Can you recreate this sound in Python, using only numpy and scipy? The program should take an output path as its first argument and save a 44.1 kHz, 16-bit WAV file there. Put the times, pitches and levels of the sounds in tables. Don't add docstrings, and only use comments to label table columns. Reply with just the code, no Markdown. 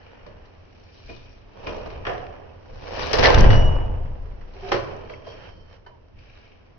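import sys
import numpy as np
from scipy import signal
from scipy.fft import rfft, irfft, next_fast_len
from scipy.io import wavfile
from scipy.ndimage import uniform_filter1d, minimum_filter1d

SR = 44100
rng = np.random.default_rng(int(sys.argv[2]) if len(sys.argv) > 2 else 0)


def unload_audio(sound):
    columns = np.transpose(np.atleast_2d(sound))
    steps = np.round(np.clip(columns, -1, 1) * 32767)
    wavfile.write(sys.argv[1], SR, steps.astype(np.int16))


N = 298998

# pitch_hz, width_hz, level_db, ring_s (time to fade by 60 dB)
PANE_MODES = [(22, 12.7, 6, 2.24), (42, 21, 2.5, 1.52), (76.9, 14, 2.5, 1.75), (95, 10, -1, 1.55),
              (117.7, 11.8, -1.5, 1.24), (193, 110, -18, 1.1)]
# start_s, level_db, rise_s
PUSHES = [(0.19, -46, 0.062), (1.04, -41, 0.041), (1.55, -39, 0.22), (1.88, -37, 0.088),
          (2.662, -40, 0.072), (2.88, -36, 0.16), (3.1, -20, 0.16), (3.325, -7.5, 0.085), (4.55, -39, 0.19),
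          (5.15, -46.5, 0.43), (6.12, -47, 0.038)]
def pane_boom(hold_s=0.0058, rest_db=-57.5, spread_hz=210):
    t, out = np.arange(N) / SR, np.zeros((2, N))
    coarse = t[::64]
    total = np.sqrt(sum(width * amp(db) ** 2 for _, width, db, _ in PANE_MODES))
    for hz, width, mode_db, ring_s in PANE_MODES:
        power = amp(rest_db) ** 2
        for s, db, rise in PUSHES:
            fall_db = 60 * np.maximum(coarse - s - rise - hold_s, 0) / ring_s
            power += (np.clip((coarse - s) / rise, 0, 1) * amp(db - fall_db)) ** 2
        boom = filtered(noise(), lambda f: resonances([(hz, width, 0)])(f) / (1 + (f / (3 * hz)) ** 2))
        mid, side = boom / np.sqrt(np.abs(uniform_filter1d(boom ** 2, size=SR // 5, axis=1)) + 1e-12)
        side = side * hz / np.hypot(hz, spread_hz)
        level = np.interp(t, coarse, np.sqrt(power))
        out += amp(mode_db) * np.sqrt(width) / total * level * np.array([mid + side, mid - side])
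    return out


# pitch_hz, width_hz, level_db
DOOR_MODES = [(118, 18, 0.5), (255, 87, -10), (369.4, 68, 3), (460, 104, 2), (569, 89, 3.5), (656, 160, 0),
              (730, 59, -12.5), (976, 48, -4), (1006, 6.5, -14.5)]
# pitch_hz, level_db
CRACK_TONE = [(200, -32), (700, 0.5), (1200, 2.5), (1450, 0.5), (1800, 3.5), (2500, -2), (3050, -3),
              (3500, -12.5), (6000, -19.5)]
EDGE_TONE = [(2500, -41.5), (3500, -4.5), (4100, 6), (4900, 1), (5800, -3.5), (7000, -1), (12000, -37)]
def contact(body_db, edge_db, pan_db, chatter_s=0.19, snap_s=0.028, rise_s=0.001):
    t = np.arange(SR // 4) / SR
    fade = amp(-60 * t / chatter_s) + amp(2 - 60 * t / snap_s)
    blow = noise(len(t)) * fade * (1 - np.exp(-t / rise_s))

    def layer(response, db):
        sound = filtered(blow, response)
        return sound / np.std(sound[:, :SR // 60]) * amp(db)
    crack = layer(colour(CRACK_TONE), -9) + layer(colour(EDGE_TONE), edge_db - 8)
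    return crack * panned(pan_db) + layer(resonances(DOOR_MODES), body_db - 8)


# start_s, level_db, body_boost_db, edge_boost_db, pan_db
KNOCKS = [(0.2621, -42, 5, -11, 5), (0.455, -54.5, 2, -3, 2), (1.0955, -43.5, 4.5, -7, 11),
          (1.6696, -28, 0.5, -16, 6), (1.8609, -39, 9, -11, -5.5), (1.902, -41.5, -2.5, -8.5, 2.5),
          (2.0504, -25, -9, -31, 0.5), (2.0663, -20, -1.5, -33, 5), (2.0931, -28.5, 7, -31, -9),
          (2.8747, -41, -3, -11, -8.5), (3.016, -25.5, -15.5, -9, 6.5), (3.1325, -14.5, 0, -6, 5.5),
          (3.1843, -18.5, 6, -5.5, 7.5), (3.2275, -13, -6, -14.5, 1.5), (3.2345, -11, -7.5, -8, 6.5),
          (3.2442, -13, -4, -10, 8.5), (3.2577, -15, 1.5, -6.5, -0.5), (3.3444, -26, 0, -15, 5.5),
          (3.385, -16.5, 2.5, -10, 1), (3.44, -17, -1, -19.5, 2.5), (3.502, -17.5, -3.5, -12.5, 5),
          (3.53, -20, 1, -14.5, 4), (4.055, -45, -4, -21.5, -2), (4.255, -49, 7, -16, -7.5),
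          (4.31, -50.5, 2, -23, -0.5), (4.41, -45, 1, -17, -6), (4.535, -54, 6.5, 0, 0),
          (4.7173, -13, -5, -12.5, 2), (4.7399, -24, 6, -12, 4), (5.0968, -36.5, 6, -13, 1),
          (5.2673, -45, 15.5, -8, -9), (5.8631, -47, 6, -11, -11.5)]
def knocks(hits=3, gap_s=0.022, loss_db=16, duller_db=7):
    out = np.zeros((2, N))
    for s, db, body_db, edge_db, pan_db in KNOCKS:
        knock = np.zeros((2, SR * 5 // 4))
        for k in range(hits):
            add(knock, k * gap_s, amp(-k * loss_db) * contact(body_db + k * duller_db, edge_db, pan_db))
        add(out, s, amp(db) * in_room(knock, wet_db=-6.5))
    return out


# pitch_hz, level_db
RUB_TONE = [(60, -15.5), (150, -11), (270, -6.5), (400, -3.5), (520, 1), (720, -5), (920, -5.5),
            (1200, -13.5), (2500, -52.5)]
SCRATCH_TONE = [(600, -39.5), (1200, 0), (1800, 8), (2300, -1.5), (3000, 2), (3500, -18), (6000, -35)]
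HISS_TONE = [(2500, -29), (3500, -3), (4200, 1), (5000, 0), (5800, 0), (7000, -6), (12000, -20.5)]
# pitch_hz, width_hz, level_db
SEAL_MODES = [(1654, 44, -3.5), (2180, 67, -2), (2398, 120, 2.5), (2633, 81, 1.5), (2872, 100, -2),
              (3160, 84, -2.5), (3727, 62, -11.5), (5030, 100, -15.5), (5600, 110, -18)]
# peak_s, hold_s, rub_db, scratch_db, hiss_db, rasp_db, swell_db_per_s, fade_db_per_s
STROKES = [(0.0, 0.007, -52.5, -5, -15.5, -9, 99, 12.8), (1.119, 0.014, -62, -1, 5.5, 5, 31.3, 33),
           (1.678, 0.04, -38.5, -12, -16.5, -11, 103.6, 21), (2.099, 0.016, -44, -2.5, -11.5, -9, 410, 37),
           (3.002, 0.27, -30.5, -9.5, -11, -11.5, 81.6, 77), (3.253, 0.012, -18, -7.5, -13, -16, 135, 37.5),
           (4.688, 0.015, -38.5, -7.5, -11, -7.5, 104.6, 29), (5.28, 0.22, -50.5, -3, -12, -5.5, 200, 450),
           (5.73, 0.032, -55.5, -6, -10, -8.5, 147.7, 440), (6.189, 0.26, -62, -2.5, -4.5, 3, 503, 48)]
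SCRATCH_FADE, HISS_FADE = 1.245, 1.84
def rubbing():
    rub_db, scratch_db, hiss_db, rasp_db = np.transpose(STROKES)[2:6]
    grain = slips(per_s=220, life_s=0.0013, rough_db=-3.5)
    rub = pressure(rub_db) * unit(filtered(grain, colour(RUB_TONE)))
    scratch = pressure(rub_db + scratch_db, SCRATCH_FADE) * unit(filtered(grain, colour(SCRATCH_TONE)))
    hiss = pressure(rub_db + hiss_db, HISS_FADE) * unit(filtered(grain, colour(HISS_TONE)))
    coarse_grain = slips(per_s=61, life_s=0.0033, rough_db=7)
    rasp = pressure(rub_db + rasp_db, SCRATCH_FADE) * unit(filtered(coarse_grain, resonances(SEAL_MODES)))
    pan_db = over_time([(2.6, 0), (3.0, 5.5), (3.35, 4), (3.7, 4),
                        (4.6, -1.5), (5.2, -0.5), (5.8, -8), (6.2, 0)])
    edge = (scratch + hiss + rasp) * amp(np.array([pan_db, -pan_db]) / 2)
    return in_room(rub + edge, wet_db=-11.5)


def slips(per_s, life_s, rough_db):
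    kicks = (rng.random(N) < per_s / SR) * amp(rough_db * np.clip(rng.standard_normal(N), -2, 1))
    flare = signal.lfilter([1], [1, -np.exp(-1 / (life_s * SR))], kicks)
    return noise() * (1 + flare)


def pressure(levels_db, faster=1):
    t, power = np.arange(N) / SR, 0
    for db, (s, hold, *_, swell, fade) in zip(levels_db, STROKES):
        power += amp(db - swell * np.maximum(s - t, 0) - faster * fade * np.maximum(t - s - hold, 0)) ** 2
    return np.sqrt(power)


# pitch_hz, level_db, ring_s
HANDLE = [(191.5, -6, 0.71), (258, -1.5, 0.68), (342, 0, 0.39), (458.6, 4, 0.27), (634, 6.5, 0.23),
          (2450, 7, 0.15), (2450, -6.5, 0.95), (2910, -9, 0.48)]
LATCH = [(373, -20, 1), (493, -7, 0.45), (658, -13, 0.35), (715, -4.5, 0.85), (763, -9.5, 0.6),
         (1052, -11, 0.18), (1760, 1.5, 0.12)]
FRAME = [(488, 2, 0.58), (549, 0.5, 0.98), (630, -0.5, 1.4), (704, -8.5, 1.8), (904, -4.5, 1.3),
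         (1050, -10, 0.65), (1580, -5, 1), (1760, 7, 0.19), (1970, 5, 0.15), (2060, 3.5, 0.13),
         (2190, -1, 0.15)]
SILL = [(442, -0.32, 0.39), (498, 0.4, 0.32), (590, 0, 0.15), (654, -1.7, 0.28)]
GLASS = [(84.4, -4.5, 0.5), (107.2, 3, 0.4), (121.4, -2, 0.7)]
HINGE = [(390, 3.5, 0.36), (723, -7, 0.8)]
STOP = [(349, -2.5, 0.27), (397.7, -3.5, 0.18), (473, -6.5, 0.054), (554, -2.5, 0.23), (805, 1.5, 0.077),
        (1260, 4.5, 0.046), (1740, -12, 0.083)]
BEAD = [(2020, -5, 0.059), (2270, -1.5, 0.044), (2690, 1, 0.032)]
CATCH = [(708, -3, 0.15), (810, -1, 0.13), (945, -1, 0.42), (1090, -4, 0.16), (1500, -4, 0.09),
         (1776, -3, 0.11), (3040, -9, 0.26), (4560, -12, 0.11)]
# start_s, notes, level_db, swell_s, waver_rad
JOLTS = [(1.088, HANDLE, -44.5, 0.0037, 2.2), (1.667, HANDLE, -40.5, 0.0014, 1.9),
         (2.075, LATCH, -24.5, 0.013, 1.65), (3.246, FRAME, -21, 0.0013, 0.89),
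         (1.69, SILL, -43.5, 0.0051, 0.79), (1.768, SILL, -36.5, 0.0031, 1.15),
         (1.8, SILL, -45, 0.0024, 0.82), (2.691, SILL, -48, 0.0013, 1.55), (3.495, GLASS, -8, 0.025, 0.3),
         (4.555, HINGE, -47, 0.0038, 0.71), (4.623, HINGE, -29.5, 0.02, 0.75),
         (4.718, STOP, -20, 0.00032, 1.13), (4.743, STOP, -22, 0.0064, 1.07),
         (5.096, BEAD, -42, 0.00078, 2.6), (5.136, BEAD, -35.5, 0.0015, 2.5),
         (5.862, CATCH, -47, 0.001, 2.2)]
def ringing_parts(waver_hz=30):
    out, t = np.zeros((2, N)), np.arange(SR) / SR
    for s, notes, jolt_db, swell, waver in JOLTS:
        for hz, db, ring_s in notes:
            drift = wobble(noise(SR), waver_hz)
            phase = 2 * np.pi * (hz * t + rng.random((2, 1)) / 4) + waver * drift
            flutter_db = 3 * min(waver, 1) * drift[::-1]
            level = amp(jolt_db + db + flutter_db - 60 * t / ring_s) * (1 - np.exp(-t / swell))
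            add(out, s, np.sin(phase) * level)
    return out


# base_pitch_hz, level_db, ring_s
SLAT_NOTES = [(2790, -6, 0.018), (3340, -6.5, 0.014), (3830, -6.5, 0.0071), (4140, -5.5, 0.028),
              (4413, -11, 0.022)]
# pitch_hz, level_db
SNAP_TONE = [(300, -18.5), (1500, 1), (3000, 1), (5500, -4), (8000, -10.5)]
# start_s, level_db, pitch_ratio
CLACKS = [(1.671, -34.5, 0.76), (1.694, -38, 0.78), (1.745, -43.5, 0.78), (1.903, -41, 0.59),
          (2.135, -39.5, 0.47), (2.267, -43.5, 0.59), (3.025, -29, 1.1), (3.094, -28, 1.05),
          (3.131, -21, 1.2), (3.14, -24, 1.2), (3.189, -25, 1.4), (3.194, -22.5, 1.25), (3.242, -15, 0.76),
          (3.257, -10.5, 1), (3.27, -17.5, 0.95), (3.3455, -18.5, 0.85), (3.384, -21.5, 1.4),
          (3.402, -30.5, 1.4), (3.559, -31.5, 1.7)]
def slat_clacks(snap_s=0.012):
    out, t = np.zeros((2, N)), np.arange(SR // 12) / SR
    for s, db, ratio in CLACKS:
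        ring = 0
        for hz, note_db, ring_s in SLAT_NOTES:
            phase = 2 * np.pi * (ratio * hz * t + rng.random((2, 1)) / 3)
            ring += amp(note_db - 60 * t / ring_s) * np.sin(phase)
        snap = unit(filtered(noise(len(t)), colour(SNAP_TONE))) * amp(-60 * t / snap_s)
        add(out, s, amp(db) * (ring + snap) * panned(5))
    return in_room(out, wet_db=-10.5)


# start_s, level_db
CLICKS = [(1.693, -41), (1.725, -44), (1.768, -44.5), (1.875, -42), (3.068, -27.5), (3.1317, -13),
          (3.154, -21), (3.175, -25.5), (3.197, -27), (3.302, -21), (3.323, -23.5), (3.347, -15),
          (3.388, -21), (3.409, -17.5), (4.728, -26), (4.798, -36), (4.838, -44), (4.966, -50),
          (5.138, -49)]
def bright_clicks(fade_s=0.0056):
    out, t = np.zeros((2, N)), np.arange(SR // 30) / SR
    for s, db in CLICKS:
        add(out, s, amp(db - 60 * t / fade_s) * noise(len(t)) * panned(23))
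    bright = colour([(1500, -23.5), (4000, -27.5), (6000, 6.5), (9000, 13.0), (15000, 3.0)])
    return in_room(filtered(out, bright), wet_db=-36)


def blind_taps(per_s=15, scatter_db=4, fade_s=0.012, rest_db=-61.5):
    timing, size = rng.uniform(-1.1, 1, (int(per_s * N / SR), 2)).T
    starts = (np.arange(len(timing)) + (1 + timing) / 2) * SR / per_s
    kicks = np.zeros(N)
    kicks[starts.astype(int)] = amp(scatter_db * size)
    fade = signal.lfilter([1], [1, -amp(-60 / (fade_s * SR))], kicks)
    blow = noise()
    crack = unit(filtered(blow, colour(CRACK_TONE))) + amp(-8) * unit(filtered(blow, colour(EDGE_TONE)))
    tap = crack * panned(2) + amp(-2) * unit(filtered(blow, resonances(DOOR_MODES)))
    shaking = amp(-7) * pressure(np.transpose(STROKES)[2], SCRATCH_FADE) + amp(rest_db)
    return in_room(tap * fade * shaking, wet_db=-3)


def slat_crackle(per_s=70, middle_hz=3600, scatter_db=4, ring_s=0.0085):
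    count = int(per_s * N / SR)
    ticks = rng.standard_normal((count, 3))
    out, t = np.zeros((2, N)), np.arange(SR // 40) / SR
    for s, (size, pitch, side) in zip(rng.random(count) * N / SR, ticks):
        hz = middle_hz * np.exp(0.3 * pitch)
        level = amp(scatter_db * np.clip(size, -2, 2) - 60 * t / ring_s)
        add(out, s, panned(3 + 4 * side) * level * np.sin(2 * np.pi * hz * t))
    rub_db, _, hiss_db = np.transpose(STROKES)[2:5]
    return in_room(unit(out) * pressure(rub_db + hiss_db - 8.5, HISS_FADE), wet_db=4.5)


# pitch_hz, level_db, fade_speed_ratio
SQUEAL_NOTES = [(2877, -17, 1.6), (2917, -3, 0.95), (3760, -27.5, 1.6), (5660, -15.5, 2.1)]
def metal_squeal(start_s=3.475, drag_s=0.2, level_db=-26, flutter_db=2.5, rise_s=0.06):
    out, t = np.zeros((2, N)), np.arange(SR) / SR
    fall_db = 36 * t + 60 * np.maximum(t - drag_s, 0) / 0.72
    main_hz = SQUEAL_NOTES[1][0]
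    for hz, db, faster in SQUEAL_NOTES:
        drift = wobble(noise(SR), 20) * (hz / main_hz) ** 2
        level = amp(level_db + db - faster * fall_db + flutter_db * np.tanh(drift[::-1]))
        tone = np.sin(2 * np.pi * hz * t + 0.35 * drift)
        add(out, start_s, tone * level * np.clip(t / rise_s, 0, 1))
    return in_room(out, wet_db=-6)


# pitch_hz, width_hz, level_db
RAIL_MODES = [(3200, 85, 1.5), (4570, 590, -6), (5550, 900, -5.5)]
# time_s, level_db
RAIL_LEVEL = [(5.0, -86), (5.11, -56.5), (5.24, -62), (5.29, -50.5), (5.55, -62.5), (5.76, -65),
              (5.85, -100)]
def rail_scrape(sag_per_s=0.052, rough_db=2, skip_db=3):
    out, t = np.zeros((2, N)), np.arange(N) / SR
    slowing_time = np.cumsum(1 - sag_per_s * (t - RAIL_LEVEL[1][0])) / SR
    for hz, width, db in RAIL_MODES:
        out += amp(db) * np.sin(2 * np.pi * hz * slowing_time + 1.4 * wobble(noise(), width / 2))
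    judder = wobble(noise(), 120)
    grip = np.tanh(wobble(rng.standard_normal(N), 18))
    level = amp(over_time(RAIL_LEVEL) + rough_db * judder + skip_db * (grip - 1))
    return out * level * (t > RAIL_LEVEL[0][0])


# pitch_hz, ring_s
ROOM_ECHO = [(100, 1.7), (500, 1.32), (1000, 1.05), (2000, 0.5), (4000, 0.35), (8000, 0.42)]
def in_room(x, wet_db):
    hz, t, spectrum = signal.stft(noise(SR * 3 // 2), SR, nperseg=256)
    fade = amp(-60 * t / over_pitch(ROOM_ECHO, hz)[:, None])
    tail = signal.istft(spectrum * fade, SR, nperseg=256)[1]
    echo = signal.fftconvolve(x, tail / np.linalg.norm(tail[0]), axes=1)[:, :x.shape[1]]
    return x + amp(wet_db) * echo


# pitch_hz, level_db
RUMBLE_TONE = [(20, -23), (60, -13), (85, 7.5), (130, -8), (250, -7), (500, -9.5), (800, -16),
               (1400, -21.5), (3000, -25.5), (3600, -33.5), (6000, -33.5), (12000, -40.5)]
# time_s, level_db
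RUMBLE_LEVEL = [(0, -53), (4.4, -49.5), (5.5, -51.5), (5.85, -56.5), (6.78, -53.5)]
def rumble():
    return amp(over_time(RUMBLE_LEVEL)) * unit(filtered(noise(), colour(RUMBLE_TONE)))


def amp(db):
    return 10 ** (np.asarray(db) / 20)


def unit(x):
    return x / np.sqrt(np.mean(x ** 2) + 1e-20)


def noise(size=N):
    return rng.standard_normal((2, size))


def wobble(white, hz):
    return unit(filtered(white, lambda f: np.exp(-(f / hz) ** 2)))


def over_pitch(points, hz):
    pitches, values = np.transpose(points)
    return np.interp(np.log(hz + 1), np.log(pitches + 1), values)


def over_time(points):
    return np.interp(np.arange(N) / SR, *np.transpose(points))


def filtered(x, response):
    n = x.shape[-1]
    padded = 2 * next_fast_len(n // 2 + 4096)
    return irfft(rfft(x, padded) * response(np.fft.rfftfreq(padded, 1 / SR)), padded)[..., :n]


def colour(points):
    def response(hz):
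        cepstrum = irfft(np.log(amp(over_pitch(points, hz))))
        cepstrum[1:len(hz) - 1] *= 2
        cepstrum[len(hz):] = 0
        return np.exp(rfft(cepstrum))
    return response


def resonances(modes):
    return lambda f: sum((-1) ** k * amp(db) * 1j * f * width / (hz * hz - f * f + 1j * f * width)
                         for k, (hz, width, db) in enumerate(modes))


def panned(db):
    return amp(np.array([[db], [-db]]) / 2)


def add(track, s, sound):
    part = track[:, max(round(s * SR), 0):][:, :sound.shape[1]]
    part += sound[:, :part.shape[1]]


# pitch_hz, likeness (1 same, 0 unrelated, -1 opposite)
LIKENESS = [(40, 1), (100, 1), (180, -0.083), (300, -0.41), (600, 0.11), (2000, -0.017), (6000, -0.12)]
def scene():
    ringing = pane_boom() + ringing_parts() + metal_squeal() + rail_scrape() + slat_clacks()
    noisy = rubbing() + bright_clicks() + rumble() + knocks() + blind_taps() + slat_crackle()
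    blend = lambda hz: np.arcsin(np.clip(over_pitch(LIKENESS, hz), -1, 1)) / 2
    own = filtered(noisy, lambda hz: np.cos(blend(hz)))
    crossed = filtered(noisy[::-1], lambda hz: np.sin(blend(hz)))
    return own + crossed + ringing


# pitch_hz, difference_db
MIC_BALANCE = [(40, 2), (110, -2), (290, 2.5), (500, -4), (850, -5), (1400, -2.5), (2400, 2), (4500, 1)]
# pitch_hz, gain_db
MIC_TONE = [(5800, 0.5), (6200, -13), (6500, -19.5), (7000, -25.5), (8500, -39.5), (10000, -43.5),
            (15000, -34.5)]
def record(dry, ceiling=0.95, top_hz=15800):
    tilted = filtered(dry, lambda hz: amp(np.array([[1], [-1]]) * over_pitch(MIC_BALANCE, hz) / 2))
    dull = filtered(tilted, colour(MIC_TONE))
    needed = np.minimum(1, ceiling / (np.abs(dull).max(axis=0) + 1e-9))
    gain = uniform_filter1d(minimum_filter1d(needed, size=201), size=101)
    return filtered(dull * gain, lambda hz: hz < top_hz)


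dry = scene()
out = record(dry)
unload_audio(out)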